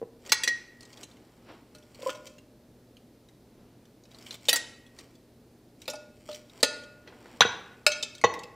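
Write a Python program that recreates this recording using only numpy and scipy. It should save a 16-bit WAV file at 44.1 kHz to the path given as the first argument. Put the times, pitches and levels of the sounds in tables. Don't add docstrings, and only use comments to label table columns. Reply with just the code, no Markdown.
import sys
import numpy as np
from scipy import signal
from scipy.fft import rfft, irfft
from scipy.io import wavfile

SR = 44100
rng = np.random.default_rng(int(sys.argv[2]) if len(sys.argv) > 2 else 0)


def output_pcm(signal):
    pcm = np.clip(np.atleast_2d(signal).T, -1, 1) * 32767
    wavfile.write(sys.argv[1], SR, np.round(pcm).astype(np.int16))


N = 377055


def from_db(db):
    return 10 ** (np.asarray(db) / 20)


def rms_one(x):
    return x / np.sqrt(np.mean(x ** 2) + 1e-20)


def add(out, start_s, sound):
    i = round(start_s * SR)
    out[i:i + len(sound)] += sound[:N - i]


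def radiate(x, cutoff_hz):
    return signal.sosfilt(signal.butter(3, cutoff_hz, "high", fs=SR, output="sos"), x)


def coloured_noise(spectrum):
    hz, db = np.transpose(spectrum)
    grid = np.maximum(np.fft.rfftfreq(N, 1 / SR), 1)
    gain = from_db(np.interp(np.log(grid), np.log(hz), db, left=-90, right=-90))
    return rms_one(irfft(rfft(rng.standard_normal(N)) * gain, N))


# frequency in Hz, relative spectral density in dB.
ROOM_SPECTRUM = [(12, -53), (20, -9.5), (91, -3), (108, -4), (147, -5), (251, 0), (351, -3), (382, -4.5),
                 (440, -4.5), (1110, -22), (3050, -28), (4280, -26), (7090, -31.5), (15100, -33.5),
                 (16500, -61.5)]
# frequency in Hz, rms level in dB.
MOTOR_HARMONICS = [(120, -65.5), (240, -66.5)]


def room_and_refrigerator():
    t = np.arange(N) / SR
    hum = sum(np.sqrt(2) * from_db(db) * np.sin(2 * np.pi * hz * t) for hz, db in MOTOR_HARMONICS)
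    return from_db(-58) * coloured_noise(ROOM_SPECTRUM) + hum


def ringing(modes, emphasis_db=0, spread_db=3.0, ring_share=1):
    hz, db, t60 = np.transpose(modes)
    t60 = t60 * ring_share
    t = np.arange(int(1.2 * t60.max() * SR) + 64) / SR
    gains = from_db(db + emphasis_db + spread_db * rng.standard_normal(len(hz)))
    gains = gains / np.sqrt(np.sum(gains ** 2)) * (-1) ** np.arange(len(hz))
    decays = from_db(-60 * t / t60[:, None])
    return gains @ (decays * np.sin(2 * np.pi * hz[:, None] * t))


def octaves_above(modes, reference_hz):
    return np.log2(np.array(modes)[:, 0] / reference_hz)


def favour(modes, centre_hz, fall_db_per_octave, rounding_octaves=0):
    return -fall_db_per_octave * np.hypot(octaves_above(modes, centre_hz), rounding_octaves)


def rebounds(decay_ms):
    chance, size = rng.random((2, 2000))
    decay = np.exp(-np.arange(2000) / SR / (decay_ms / 1000))
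    force = (chance < .2) * (2 * size - 1) * decay
    force[0] = 1.0
    return force / np.sqrt(np.sum(force ** 2))


# frequency in Hz, relative level in dB.
STEEL_SPECTRUM = [(800, -15.5), (1300, -25), (2200, -11.5), (4000, -2.5), (7000, -2), (10000, -4),
                  (16000, -8)]


def clatter(centre_hz, fall_db_per_octave, cycles=40):
    hz = np.geomspace(700, 15500, 70) * 2 ** rng.uniform(-.05, .05, 70)
    steel_hz, steel_db = np.transpose(STEEL_SPECTRUM)
    db = np.interp(np.log(hz), np.log(steel_hz), steel_db)
    t60 = np.minimum(cycles / hz, .03)
    modes = np.transpose([hz, db, t60])
    emphasis_db = favour(modes, centre_hz, fall_db_per_octave, rounding_octaves=0.33)
    return ringing(modes, emphasis_db, spread_db=5.0)


# frequency in Hz, relative level in dB, T60 in seconds.
THUD_MODES = [(110, -16, 0.06), (195, -15, .06), (472.5, -2, 0.055), (824, 3.5, 0.017), (980, -4.5, 0.066),
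              (1109, -5.5, 0.043)]
EMPTY_JAR_MODES = [(1468, 3.5, 0.033), (1958, 3.5, 0.076), (2590, -3.5, 0.13), (2850, -7.5, 0.069),
                   (4390, -12.5, .07), (4312, -3, 0.29), (5966, 20, 0.084), (5915, -18, 0.07),
                   (6700, 22, 0.033)]
# start in seconds, thud level in dB, its tilt in dB per octave,
# clack level in dB, its centre in Hz, empty jar level in dB, its favoured frequency in Hz.
GLASS_KNOCKS = [(0.016, -26.5, -17, -51, 980, -68.5, 1982), (0.027, -26, -21, -40.5, 960, -72, 1980),
                (7.075, -52, -21, -35, 2190, -45, 1910), (7.124, -43, -12, -44, 1410, -53, 1465),
                (7.257, -42, -11, -42, 1500, -46, 1465), (7.407, -6.5, 0.5, 2.5, 2370, -14.5, 5370),
                (7.419, -45, -18, -2, 1630, -7, 1370), (7.451, -19, -32, -21.5, 905, -20, 1460),
                (8.2393, -6.8, 22, -7.5, 1140, -12.5, 1960), (8.244, -5, 0, -11, 2600, -22.5, 6230)]


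def glass_knocks():
    out = np.zeros(N)
    lowest_hollow_hz = THUD_MODES[2][0]
    thud_octaves = np.maximum(octaves_above(THUD_MODES, lowest_hollow_hz), 0)
    for start_s, thud_db, thud_tilt, clack_db, clack_hz, jar_db, jar_hz in GLASS_KNOCKS:
        thud = ringing(THUD_MODES, thud_tilt * thud_octaves)
        clack = signal.fftconvolve(clatter(clack_hz, fall_db_per_octave=21), rebounds(decay_ms=10))
        jar = ringing(EMPTY_JAR_MODES, favour(EMPTY_JAR_MODES, jar_hz, fall_db_per_octave=22))
        add(out, start_s, from_db(thud_db) * thud)
        add(out, start_s, from_db(clack_db) * clack)
        add(out, start_s, from_db(jar_db) * jar)
    return out


STEEL_CUTOFF_HZ, VESSEL_CUTOFF_HZ, BOARD_CUTOFF_HZ = 1280, 200, 112.6
# frequency in Hz, relative level in dB, free T60 in seconds.
JAR_MODES = [(1890, -4.5, 0.49), (1900, -14.5, .5), (1945, -0.5, .12), (2190, -19.5, 0.15),
             (3403, -13.5, .15), (3960, -5.5, 0.1), (4640, -9.5, 0.14), (5870, -14, .15),
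             (5950, -6.5, 0.065)]
BOWL_MODES = [(600, -2.5, 1.23), (637, 5.5, 0.1), (1150, -24, 1.3), (1255, 6, 0.097), (1437, -2, 0.77),
              (1808, -38, 0.037), (1770, -4, 0.27), (2213, -8.5, 0.24), (2600, 3, 0.31), (3240, -6, 0.38),
              (3710, -33, 0.166), (3241, -29, 0.26), (4550, -27, 0.14), (4980, -40.5, 0.32),
              (6030, -26, .2), (6256, -7, 0.31)]
ROCKING_MODES = [(280, -14, 0.078), (430, 0, 0.013), (525, 6.5, 0.019), (660, -7, 0.0077), (860, -4, 0.04)]
# start in seconds, clatter level in dB, its centre in Hz,
# its fall in dB per octave, rocking level in dB, glass level in dB, glass tilt in dB per octave
JAR_STRIKES = [(0.251, -62.5, 4373, 8.5, -47.5, -52, 2.5, 0.34), (0.2937, -19, 4666, 9, -34.5, -39, 6, 1),
               (0.3199, 4.5, 4643, 3, -20.5, -23, -1.5, 0.93), (0.4353, -6, 5105, 6.5, -31, -23, 6, 0.64),
               (0.4761, -6.5, 4014, 6.5, -32.5, -16, -1, 0.78), (1.0313, -23, 3440, -0.5, -41, -69, 6, .8),
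               (4.4845, 0.5, 4430, 10, -17, -37.5, 5.5, 0.94),
               (4.492, 0.5, 3750, -0.5, -21.5, -28.5, -3.5, 1),
               (4.5296, 1, 4050, -14, -20.5, -16, 12, 0.83), (4.5585, -3, 5000, -1, -28.5, -26.5, -7, 0.34),
               (4.988, -28, 6030, 12, -56, -36.5, 6, 0.18)]
BOWL_STRIKES = [(1.7485, -32.5, 6100, 4, -48, -51, -2, 0.6), (2.0931, -18.5, 3470, 29, -43, -27.5, 1, 0.27),
                (2.1482, -28, 3180, 3, -48, -44, -16, 1), (2.2681, -29.5, 3368, 6, -68.5, -60, 22, 0.92),
                (5.879, -13, 4170, 3, -23, -29.5, -5, .4), (5.8992, -15, 6000, 11, -26, -40.5, -13, 0.33),
                (5.9341, -27, 6700, 11, -29.5, -33.5, -4.5, 0.58),
                (5.9544, -27, 6960, 19, -43, -49.5, -15, 1), (6.2886, -28, 4000, 11, -28, -30, -17, 0.3),
                (6.3125, -26, 3600, 27, -51, -48.5, -1, 0.87), (6.6291, 5, 3650, 6.5, -8.5, -25.5, 2.6, 1),
                (7.865, 3, 3940, 5.5, -19.5, -8, 0.5, 0.13), (7.9181, -12.5, 4357, 10, -56, -26.5, 9, 0.35),
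                (8.0264, -6, 5560, 18, -30, -39, 10, 0.77)]


def tong_clinks(strikes, glass_modes):
    steel, vessel = np.zeros((2, N))
    glass_octaves = octaves_above(glass_modes, glass_modes[0][0])
    for start_s, steel_db, centre_hz, fall, rocking_db, glass_db, tilt, share in strikes:
        force = rebounds(decay_ms=9.5)
        tongs = signal.fftconvolve(clatter(centre_hz, fall), force)
        rocking = signal.fftconvolve(ringing(ROCKING_MODES), force)
        hardness_db = np.clip(tilt, -12, 6) * glass_octaves
        glass = ringing(glass_modes, hardness_db, ring_share=share)
        add(steel, start_s, from_db(steel_db) * tongs)
        add(vessel, start_s, from_db(rocking_db) * rocking)
        add(vessel, start_s, from_db(glass_db) * glass)
    return radiate(steel, STEEL_CUTOFF_HZ) + radiate(vessel, VESSEL_CUTOFF_HZ)


# start in seconds, relative level in dB, centre in Hz.
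TONG_TOUCHES = [(0.262, -31, 4500), (0.8074, -34, 5300), (0.8295, -34.5, 4220), (0.8525, -38, 5100),
                (0.9313, -35, 4550), (0.9732, -32.5, 3360), (1.1127, -40, 3620), (1.1697, -45, 2110),
                (1.784, -39, 5730), (1.826, -43.5, 3280), (1.946, -38, 4240), (2.0208, -32, 3420),
                (2.383, -34.5, 2720), (2.9684, -39.5, 3100), (3.287, -40.5, 3830), (3.8542, -44, 3500),
                (4.0367, -43, 6640), (4.054, -42.5, 5500), (4.1147, -39.5, 3820), (4.146, -36, 4130),
                (4.1859, -34.5, 4580), (4.2126, -41, 5260), (4.2245, -34.5, 5300), (4.2662, -27.5, 3020),
                (4.308, -23.5, 3560), (4.3312, -34, 4400), (4.342, -25.5, 3570), (4.454, -31, 4240),
                (4.8642, -40, 3330), (5.1532, -42.5, 3430), (5.8178, -30.5, 3820), (5.8556, -36, 4060),
                (6.33, -28.5, 3900), (6.3459, -23.5, 3120), (6.4966, -37.5, 3750), (6.606, -30, 4460),
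                (6.836, -33.5, 3240), (8.1504, -28.5, 3920), (8.1816, -32, 3260), (8.2136, -25, 2170),
                (8.3385, -21.5, 2030), (8.3913, -27.5, 4450), (8.4343, -25, 2676)]


def tong_ticks():
    out = np.zeros(N)
    for start_s, db, centre_hz in TONG_TOUCHES:
        steel = clatter(centre_hz, fall_db_per_octave=3.5, cycles=30)
        tick = signal.fftconvolve(steel, rebounds(decay_ms=6.8))
        ping = ringing([(centre_hz, 0, .035)])
        add(out, start_s, from_db(db + 1) * tick)
        add(out, start_s, from_db(db - 14.5) * ping)
    return radiate(out, STEEL_CUTOFF_HZ)


# frequency in Hz, relative spectral density in dB.
RUSTLE_SPECTRUM = [(150, -6), (300, 8), (1000, -1.5), (3000, -9.5), (6000, -20)]
# time of the peak in seconds, 20 dB swell time and
# 20 dB fade time in seconds, scrape level in dB, rustle level in dB.
SLIDING_STROKES = [(0.271, 0.052, 0.12, -53, -51), (0.832, 0.041, 0.047, -64, -61),
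                   (1.038, 0.24, 0.0083, -52.5, -52), (1.09, .06, 0.9, -70, -62.5),
                   (1.5, 0.06, 0.12, -71, -48), (1.755, .05, 0.21, -73, -69), (2.089, 0.13, .09, -44, -46),
                   (2.266, 0.032, 0.069, -51, -78), (3.6, .3, 0.56, -84, -67),
                   (4.144, 0.081, 0.43, -65.5, -59.5), (4.344, 0.11, 0.023, -45.5, -52),
                   (4.457, 0.032, 0.04, -45.5, -64), (4.992, 0.07, 0.17, -60, -57),
                   (5.819, .05, 0.18, -60, -68), (6.292, 0.018, 0.063, -71, -61),
                   (6.359, 0.18, .06, -52.5, -64), (6.6, 0.2, 0.09, -58, -55.5),
                   (7.08, 0.02, 0.082, -77, -52), (7.31, 0.42, 0.9, -64.5, -54)]


def scrape_and_rustle():
    t = np.arange(N) / SR
    scrape_level, rustle_level = np.zeros((2, N))
    for peak_s, swell_s, fade_s, scrape_db, rustle_db in SLIDING_STROKES:
        stroke = from_db(-20 * np.maximum((peak_s - t) / swell_s, (t - peak_s) / fade_s))
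        scrape_level += from_db(scrape_db) * stroke
        rustle_level += from_db(rustle_db) * stroke
    slip_db = 5.0 * np.minimum(rng.exponential(1, N), 4)
    slip_sizes = from_db(slip_db) * rng.choice([-1, 1], N)
    slips = (rng.random(N) < 1100 / SR) * slip_sizes
    steel = clatter(centre_hz=3100, fall_db_per_octave=4.5, cycles=17)
    scrape = rms_one(signal.fftconvolve(slips, steel)[:N])
    return scrape_level * scrape + rustle_level * coloured_noise(RUSTLE_SPECTRUM)


# start in seconds, half the duration in milliseconds,
# first mode level in dB, overtone level in dB.
BOWL_SHUDDERS = [(1.991, 4.9, -41.5, -72), (2.011, 8.9, -41.5, -60), (2.028, 8.4, -33.5, -44.5),
                 (2.061, 11, -22.5, -28.5), (2.078, 13, -26.5, -35), (2.155, 11, -46, -70)]


def bowl_skids(board_hz=529, overtone_ratio=1.94):
    out = np.zeros(N)
    for start_s, half_ms, first_db, overtone_db in BOWL_SHUDDERS:
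        t = np.arange(int(2 * half_ms / 1000 * SR)) / SR
        progress = t / t[-1]
        swell = progress * (1 - progress) ** 2 * 27 / 4
        phase = 2 * np.pi * board_hz * t
        modes = from_db(first_db) * np.sin(phase) + from_db(overtone_db) * np.sin(overtone_ratio * phase)
        add(out, start_s, swell * modes)
    return out


# frequency in Hz, T60 in seconds.
REVERBERATION_TIMES = [(100, 1), (500, 0.65), (2000, 0.67), (5000, 0.45), (9000, 0.5), (15000, 0.057)]


def kitchen_reverberation(x, build_up_s=0.0096, reverb_treble_cutoff_hz=8100):
    t, tails = np.arange(SR) / SR, 0
    room_hz, room_t60 = np.transpose(REVERBERATION_TIMES)
    for hz in 62.5 * 2 ** np.arange(9):
        edges_hz = [hz / np.sqrt(2), min(hz * np.sqrt(2), .45 * SR)]
        band = signal.butter(4, edges_hz, "band", fs=SR, output="sos")
        t60 = np.interp(np.log(hz), np.log(room_hz), room_t60)
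        tails = tails + signal.sosfilt(band, rng.standard_normal((2, SR))) * from_db(-60 * t / t60)
    tails = signal.sosfilt(signal.butter(2, reverb_treble_cutoff_hz, fs=SR, output="sos"), tails)
    tails = tails * np.clip(t / build_up_s, 0, 1) ** 2
    tails = tails / np.sqrt(np.sum(tails[0] ** 2))
    return signal.fftconvolve(tails, x[None])[:, :N]


# frequency in Hz, relative spectral density in dB.
SIDE_HISS_SPECTRUM = [(12, -35), (20, 0), (111, -1), (164, -17.5), (478, -2), (520, -9.5), (12400, -11),
                      (15100, -5), (16500, -25)]


def scene():
    direct = tong_clinks(JAR_STRIKES, JAR_MODES) + tong_ticks()
    direct += tong_clinks(BOWL_STRIKES, BOWL_MODES)
    direct += radiate(glass_knocks() + bowl_skids() + scrape_and_rustle(), BOARD_CUTOFF_HZ)
    reverb_mid, reverb_side = kitchen_reverberation(direct)
    mid = direct + from_db(-16) * reverb_mid + room_and_refrigerator()
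    side = from_db(-65.5) * reverb_side + from_db(-78.5) * coloured_noise(SIDE_HISS_SPECTRUM)
    return np.array([mid + side, mid - side])


def record(dry):
    stopband_hz = 16600
    low_pass = signal.cheby2(18, 90, stopband_hz, fs=SR, output="sos")
    return signal.sosfilt(low_pass, np.clip(dry, -1, 1))


dry = scene()
out = record(dry)
output_pcm(out)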